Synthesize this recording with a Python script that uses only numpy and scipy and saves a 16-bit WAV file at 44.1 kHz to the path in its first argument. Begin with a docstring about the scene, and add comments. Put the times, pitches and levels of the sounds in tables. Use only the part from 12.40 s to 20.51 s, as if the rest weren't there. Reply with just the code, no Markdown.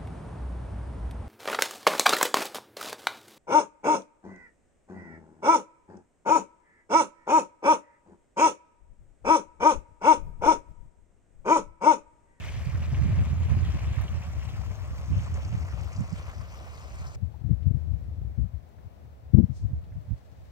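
"""A small geyser splashes and hisses across a sinter flat: clumps of ringing drops, lifted by spurts,
with splatter giving way to steam. Wind eddies rumble and thud on the two ports of a slowly turning
microphone. The scene then cuts to a quiet meadow: a far murmur of trees and water, a few faint plips
and ticks, one short swish, and separate gusts, the hardest on the left port."""
import sys
import numpy as np
from scipy import signal
from scipy.fft import rfft, irfft, next_fast_len
from scipy.io import wavfile
from scipy.ndimage import uniform_filter1d, minimum_filter1d, map_coordinates

SR = 44100
rng = np.random.default_rng(int(sys.argv[2]) if len(sys.argv) > 2 else 0)


def pcm_store(signal):
    """Save signal as 16-bit PCM."""
    levels = np.round(np.clip(np.atleast_2d(signal), -1, 1) * 32767)
    wavfile.write(sys.argv[1], SR, levels.astype(np.int16).T)


N = 357651
TIME = np.arange(N) / SR
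# bins and frames of the short-time spectra
HZ = np.fft.rfftfreq(512, 1 / SR)
FRAME_S = signal.stft(TIME, SR, nperseg=512, noverlap=384)[1]


def amp(db):
    """Decibels to gain."""
    return 10 ** (np.asarray(db) / 20)


def unit(x):
    """Scales to rms 1."""
    return x / np.sqrt(np.mean(x ** 2) + 1e-20)


def curve(rows, t, column=1):
    """An envelope: one column of a table of times, joined by straight lines."""
    rows = np.asarray(rows, float)
    return np.interp(t, rows[:, 0], rows[:, column])


def eq_curve(points, hz):
    """A table of frequencies, joined on a log axis."""
    f, value = np.transpose(points)
    return np.interp(np.log(hz + 1), np.log(f + 1), value)


def noise(colour, size=N):
    """Noise of rms 1 with a given spectrum."""
    n = next_fast_len(size)
    gain = amp(eq_curve(colour, np.fft.rfftfreq(n, 1 / SR)))
    return unit(irfft(rfft(rng.standard_normal(n)) * gain, n)[:size])


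def wander(seconds):
    """A random modulator of rms 1 that drifts over the given time."""
    steps = np.arange(0, N / SR + 1, 1 / 1000)
    slow = signal.lfilter([1], [1, -np.exp(-1 / (1000 * seconds))], rng.standard_normal(len(steps)))
    return np.interp(TIME, steps, unit(slow))


def add(mix, s, sound):
    """Mixes a sound in at a given time."""
    part = mix[..., max(round(s * SR), 0):][..., :sound.shape[-1]]
    part += sound[..., :part.shape[-1]]


def spectra(x):
    """Short-time spectra, frames by bins."""
    return signal.stft(x, SR, nperseg=512, noverlap=384)[2].swapaxes(-1, -2)


def waveform(z):
    """Sound from short-time spectra."""
    return signal.istft(z.swapaxes(-1, -2), SR, nperseg=512, noverlap=384)[1][..., :N]


def burst(db, hz, decay_s, octaves, rise_s=.0005, size=4096):
    """A short spit of noise around one pitch that falls 20 dB in its decay time."""
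    t, f = np.arange(size) / SR, np.fft.rfftfreq(size, 1 / SR)
    band = np.exp(-.5 * (np.log2((f + 1) / hz) / octaves) ** 2)
    strike = (1 - np.exp(-t / rise_s)) * 10 ** (-t / decay_s)
    spit = strike * irfft(rfft(rng.standard_normal(size)) * band)
    return amp(db) * spit * np.linalg.norm(strike) / np.linalg.norm(spit)


def murmur(level_db=-57, shared=0.26, lag_s=.0005):
    """Far trees and water: a wide bed of noise, only partly common to both ports."""
    # spectrum of the murmur: f/Hz, level/dB
    colour = [(60, 8.5), (200, 5), (380, -0.5), (650, 3), (1000, -6.5), (1500, -12.5), (2200, -15.5),
              (3200, -20.5), (5500, -24.5), (8000, -29), (10300, -31.5), (13000, -29), (15500, -25.5)]
    common = np.sqrt(shared) * noise(colour)
    ports = [np.roll(common, round(s * SR)) + np.sqrt(1 - shared) * noise(colour) for s in (0, lag_s)]
    return np.array(ports) * amp(level_db + 0.38 * wander(0.047))


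def rustle(flutter_db=2.4):
    """A light, fluttering rustle that grows at the end."""
    # spectrum of the rustle: f/Hz, level/dB
    colour = [(500, -13), (1600, 5), (4500, 1), (8000, -5.5), (11000, -15), (16000, -11.5)]
    # its swell: t/s, level/dB
    swell = [(4.76, -79), (5.6, -79), (6.5, -85.5), (7.6, -77.5), (8.1, -71)]
    ports = np.array([noise(colour), noise(colour)])
    return ports * amp(curve(swell, TIME) + flutter_db * wander(.012))


def swish(at_s=7.17, level_db=-61.5, rise_db_per_s=320, fall_db_per_s=190):
    """One short, bright swish that fades more slowly than it rises."""
    # spectrum of the swish: f/Hz, level/dB
    colour = [(800, -16), (3000, -11.5), (4200, -2.5), (5900, -1), (8800, -8), (10500, -22), (16000, -24)]
    fade_db = np.maximum((at_s - TIME) * rise_db_per_s, (TIME - at_s) * fall_db_per_s)
    return np.array([noise(colour), amp(0.5) * noise(colour)]) * amp(level_db - fade_db)


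def meadow(lean_db=2):
    """The quiet ambience, leaning a little to the left."""
    return (murmur() + rustle() + swish()) * amp([[lean_db], [-lean_db]])


def ticks():
    """Small ticks and plips close by, each with its own pan."""
    # ticks and plips: t/s, level/dB, f/Hz, decay/s, width/octaves, left minus right/dB
    hits = [(1.612, -59, 12000, 0.019, 0.44, -12), (4.829, -68, 900, .03, 0.25, 4),
            (4.940, -53.5, 895, 0.025, 0.1, 8), (5.227, -64, 2210, 0.019, 0.64, 5),
            (6.29, -70, 7000, .01, .8, 0), (6.383, -61.5, 1400, 0.019, .5, 3),
            (7.437, -71, 3200, .04, 0.39, 6), (7.52, -66, 1660, 0.028, 0.27, -2)]
    out = np.zeros((2, N))
    for s, db, hz, decay_s, octaves, pan_db in hits:
        add(out, s, burst(db, hz, decay_s, octaves) * amp([[pan_db / 2], [-pan_db / 2]]))
    return out


def eddies(breeze_db, doubling_db=46, low_cut_hz=58, steadiness=0.39, lump_db=2.5, gust_db=2.5):
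    """Eddies sweep past one port: a harder gust carries them faster, so it is louder and brighter."""
    # spectrum of the eddies at speed 1: f/Hz, level/dB
    colour = [(20, -9), (75, 7.5), (120, -3.5), (160, -12.5), (220, -25), (300, -42), (420, -52.5),
              (800, -61), (3000, -93.5)]
    gusts = wander(0.03)
    gusts = unit(gusts - uniform_filter1d(gusts, size=13001))
    level_db = breeze_db + gust_db * np.minimum(gusts, 1.5) + lump_db * np.minimum(wander(0.015), 1.8)
    speed = 2 ** (np.maximum(level_db + 29.5, -5) / doubling_db)
    pressure = map_coordinates(noise(colour, size=2 * N), [np.cumsum(speed)], order=3, mode="wrap")
    pressure = signal.sosfilt(signal.butter(4, low_cut_hz, "highpass", fs=SR, output="sos"), pressure)
    # gentle compression: the gust, more than the single eddy, sets the level
    power = uniform_filter1d(abs(signal.hilbert(pressure, next_fast_len(N))[:N]) ** 2, size=1200)
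    return amp(level_db) * unit(pressure / power ** (steadiness / 2))


def wind(trim_db=0.5):
    """The breeze rises twice at the geyser, then comes and goes in the meadow."""
    # strength of the breeze: t/s, left level/dB, right level/dB
    breeze = [(0.0, -35, -35), (0.65, -26, -25), (1.15, -27, -28), (1.7, -33.5, -31), (2.3, -33, -40),
              (2.8, -31, -27), (3.4, -31, -39), (4.25, -46, -42), (4.72, -36.5, -37), (4.9, -35, -59.5),
              (5.3, -29.5, -55), (5.6, -31.5, -39), (5.95, -35, -43.5), (6.24, -47.5, -56),
              (6.82, -46.5, -51), (7.3, -35, -37), (7.88, -47.5, -52.5), (8.11, -47, -44)]
    return amp(trim_db) * np.array([eddies(curve(breeze, TIME, column)) for column in (1, 2)])


def buffets(low_hz=60, rolloff=4.25, tilt=0.4, size=8192):
    """An eddy that strikes a port squarely gives a short, blunt thud."""
    # direct hits: t/s, level/dB, half length/s, top corner f/Hz, port (1 left, -1 right)
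    hits = [(0.276, -21.5, 0.012, 96, -1), (0.411, -22.5, 0.018, 100, -1), (0.64, -17.5, 0.027, 121, -1),
            (0.691, -17.5, 0.013, 133, -1), (0.78, -18.5, 0.014, 115, -1), (0.917, -31, 0.015, 127, -1),
            (1.121, -15, 0.028, 132, -1), (1.18, -17.5, 0.011, 141, 1), (1.354, -24.5, 0.015, 246, -1),
            (1.519, -24.5, .016, 129, -1), (1.629, -28, 0.026, 109, 1), (1.875, -29.5, 0.024, 120, -1),
            (2.201, -23, 0.017, 95, 1), (2.72, -19.5, 0.016, 150, -1), (2.77, -16, 0.013, 107, 1),
            (3.145, -22.5, 0.016, 159, -1), (3.604, -23.5, 0.035, 169, -1), (3.73, -23.5, .012, 150, -1),
            (3.99, -30.5, 0.034, 99, 1), (4.834, -19, 0.013, 110, 1), (5.058, -22.5, 0.025, 130, 1),
            (5.115, -14, .02, 190, 1), (5.272, -12, 0.014, 122, 1), (5.311, -13, 0.0077, 183, 1),
            (5.349, -17.5, 0.011, 130, 1), (5.52, -21, 0.022, 101, 1), (5.82, -36, 0.015, 100, -1),
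            (5.988, -20, 0.01, 156, 1), (6.027, -19, 0.034, 90, 1), (6.151, -24.5, 0.019, 82, 1),
            (6.464, -34, 0.014, 91, 1), (6.949, -3.5, 0.0094, 190, 1), (6.99, -8, 0.018, 254, 1),
            (7.034, -14.5, 0.017, 180, 1), (7.105, -23, 0.019, 134, 1), (7.249, -18.5, 0.02, 95, 1),
            (7.252, -29, 0.0059, 220, -1), (7.329, -26, 0.028, 123, -1), (7.575, -27, 0.019, 120, 1),
            (7.715, -20.5, 0.022, 129, -1)]
    t, f = (np.arange(size) - size / 2) / SR, np.fft.rfftfreq(size, 1 / SR)
    low_cut = f ** 4 / (f ** 4 + low_hz ** 4)
    out = np.zeros((2, N))
    for s, db, half_s, top_hz, port in hits:
        swell = np.exp(-(t / half_s) ** 2)
        colour = low_cut / (1 + (f / top_hz) ** rolloff) / (1 + f / low_hz) ** tilt
        thud = swell * irfft(rfft(rng.standard_normal(size)) * colour)
        add(out[int(port < 0)], s + t[0], amp(db) * thud * np.linalg.norm(swell) / np.linalg.norm(thud))
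    return out


def droplets(surge, per_s=260, spread_db=2.5, cycles=1.28, wash_db=-1):
    """Drops of many sizes, each a few dying cycles, over a smooth wash; per_s counts at each pitch."""
    t, rain = np.arange(1024) / SR, np.zeros(N)
    pitches = np.geomspace(350, 13000, num=18)
    for hz, spread in zip(pitches, np.linspace(0.97, 1, len(pitches))):
        at, chance = rng.integers(0, N, size=4000), rng.random(size=(4000, 2))
        sizes = amp(spread * spread_db * np.minimum(-np.log(chance[:, 0]), 5))
        lands = chance[:, 1] < per_s * N / SR / len(at)
        clicks = np.bincount(at, sizes * lands * rng.choice([-1, 1], len(at)), N)
        drop = np.sin(2 * np.pi * hz * t) * np.exp(-hz * t / cycles) * (1 - np.exp(-2 * hz * t))
        rain += np.sqrt(hz) * unit(signal.oaconvolve(clicks, drop)[:N])
    return unit(unit(rain) * surge + amp(wash_db) * rng.standard_normal(N))


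def splashes(trim_db=-2):
    """Larger splashes spit out above the drops, higher in pitch later on."""
    # single splashes: t/s, level/dB, f/Hz, decay/s
    hits = [(.081, -41.5, 2280, 0.022), (.421, -44.5, 2150, 0.026), (0.545, -38, 2200, 0.014),
            (.788, -44, 2370, 0.021), (1.245, -48, 2970, 0.067), (1.68, -38.5, 2860, 0.011),
            (1.822, -45, 2370, 0.028), (2.086, -48.5, 3000, 0.063), (2.833, -56, 6500, 0.049),
            (2.94, -47, 6040, 0.019), (3.048, -47, 5600, 0.0093), (3.41, -49.5, 6000, 0.013),
            (3.529, -48, 5730, 0.014), (3.562, -46.5, 4730, 0.012), (3.606, -44, 6460, 0.0075),
            (3.726, -50, 6040, 0.016), (3.783, -56, 5450, 0.022), (4.666, -50, 5300, 0.031)]
    out = np.zeros(N)
    for s, db, hz, decay_s in hits:
        add(out, s, burst(db + trim_db, hz, decay_s, octaves=0.34))
    return out


def spurts(t, rise_s=.06, fall_s=0.18):
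    """The lift in dB from the spurts: each wells up quickly and falls back slowly."""
    # crests of the spurts: t/s, lift/dB
    crests = [(0.03, 2), (0.64, 5.5), (1.27, 3), (2.8, 5.5), (3.78, 2)]
    return sum(db * np.exp(-np.maximum((s - t) / rise_s, (t - s) / fall_s)) for s, db in crests)


def vent_eq(churn_db=-3.5, splatter_db=-2.0, spray_db=-2.0, fizz_db=-72, patch_db=1.5):
    """The vent's moving EQ, frames by bins: spurts lift the splatter most, then it gives way to steam."""
    # spectrum of the vent: f/Hz, level/dB
    vent_colour = [(150, 4.5), (380, -8), (620, 0.5), (880, -4.5), (1100, -1.5), (1500, -7), (2300, -4.5),
                   (2900, -9), (3900, -17), (5300, -18.5), (6100, -18), (8300, -25), (10300, -29),
                   (12000, -22.5), (15800, -20)]
    # play of the vent: t/s, churning water/dB, splatter/dB, steam and spray/dB
    play = [(0.0, -50.5, -49.5, -58), (0.45, -50.5, -53.5, -62), (1.55, -50, -52, -61),
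            (2.4, -52, -57.5, -62.5), (3.1, -50.5, -56, -62.5), (3.65, -50, -58, -61.5),
            (4.1, -51, -58, -63.5), (4.75, -52, -59.5, -60)]
    colour, lift_db = amp(eq_curve(vent_colour, HZ)), spurts(FRAME_S)
    churn = curve(play, FRAME_S, 1) + 0.39 * lift_db + churn_db
    splatter = curve(play, FRAME_S, 2) + 0.86 * lift_db + splatter_db
    spray = curve(play, FRAME_S, 3) + 0.52 * lift_db + spray_db
    levels_db = np.array([churn, splatter, spray, np.full_like(spray, fizz_db)])
    bands_hz = [(450, 1400), (1600, 3600), (4500, 9000), (10500, 16000)]
    colour_db = [10 * np.log10(np.mean(colour ** 2 * (HZ > lo) * (HZ < hi))) for lo, hi in bands_hz]
    # each band rules its own range and crossfades into the next
    weights = [eq_curve(np.c_[np.ravel(bands_hz), np.repeat(own, 2)], HZ) for own in np.eye(4)]
    gain_db = (levels_db.T - colour_db) @ np.array(weights)
    # random patches in time and pitch make the tone flicker
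    patches = uniform_filter1d(rng.standard_normal(gain_db.shape), size=14, axis=0)
    patches = unit(uniform_filter1d(patches, size=10, axis=1))
    return colour * amp(gain_db + patch_db * patches)


def geyser(clump_db=1.7):
    """Water falls back in clumps; as the microphone turns, the left port hears it ever later."""
    # the vent's bearing: t/s, lag of the left port/ms
    bearing = [(0, 0.05), (0.6, 0.067), (1.85, 0.094), (2.85, 0.14), (4.75, 0.22)]
    # its pan by frequency: f/Hz, left minus right/dB
    balance = [(200, 2.5), (650, 6), (1200, 4), (1700, -3.5), (2600, 2), (4400, 4), (6000, 7), (8000, 8),
               (10500, -5.5), (15000, 1.5)]
    # likeness of the two ports: f/Hz, coherence (0-1)
    coherence = [(300, 1), (2500, 0.62), (4000, 0.57), (6000, 0.85), (8500, 0.54), (14000, 0.3)]
    surge = amp(clump_db * np.minimum(wander(0.0096), 2))
    eq, splash = vent_eq(), spectra(splashes())
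    # the part common to both ports comes straight from the vent, the rest is scattered
    likeness = eq_curve(coherence, HZ)
    direct = spectra(droplets(surge)) * eq * np.sqrt((1 + likeness) / 2) + splash
    scattered = spectra(droplets(surge)) * eq * np.sqrt((1 - likeness) / 2)
    # the vent lies off to one side; the finest fizz comes from the wet ground ahead
    aside = eq_curve([(8400, 1.0), (9200, 0.18)], HZ)
    lag = np.exp(-2j * np.pi * np.outer(curve(bearing, FRAME_S), HZ * aside) / 1000)
    lean = amp(eq_curve(balance, HZ) / 2)
    return waveform(np.array([(direct + scattered) * lag * lean, (direct - scattered) / lean]))


def scene(cut_s=4.758):
    """The geyser until the cut, then the meadow; wind throughout."""
    place = np.where(TIME < cut_s, geyser(), meadow())
    return place + ticks() + buffets() + wind()


def record(dry, low_cut_hz=47, ceiling=.96, high_cut_hz=15850):
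    """The microphone sheds the deepest rumble, a limiter holds the hardest gust; then a steep high cut."""
    thinned = signal.sosfilt(signal.butter(4, low_cut_hz, "highpass", fs=SR, output="sos"), dry)
    allowed = np.minimum(1, ceiling / (abs(thinned) + 1e-9))
    held = minimum_filter1d(allowed, size=601)
    gain = uniform_filter1d(uniform_filter1d(held, size=301), size=301)
    high_cut = signal.firwin(511, high_cut_hz, window=("kaiser", 9), fs=SR)
    return signal.oaconvolve(thinned * gain, high_cut[None], "same")


dry = scene()
out = record(dry)
pcm_store(out)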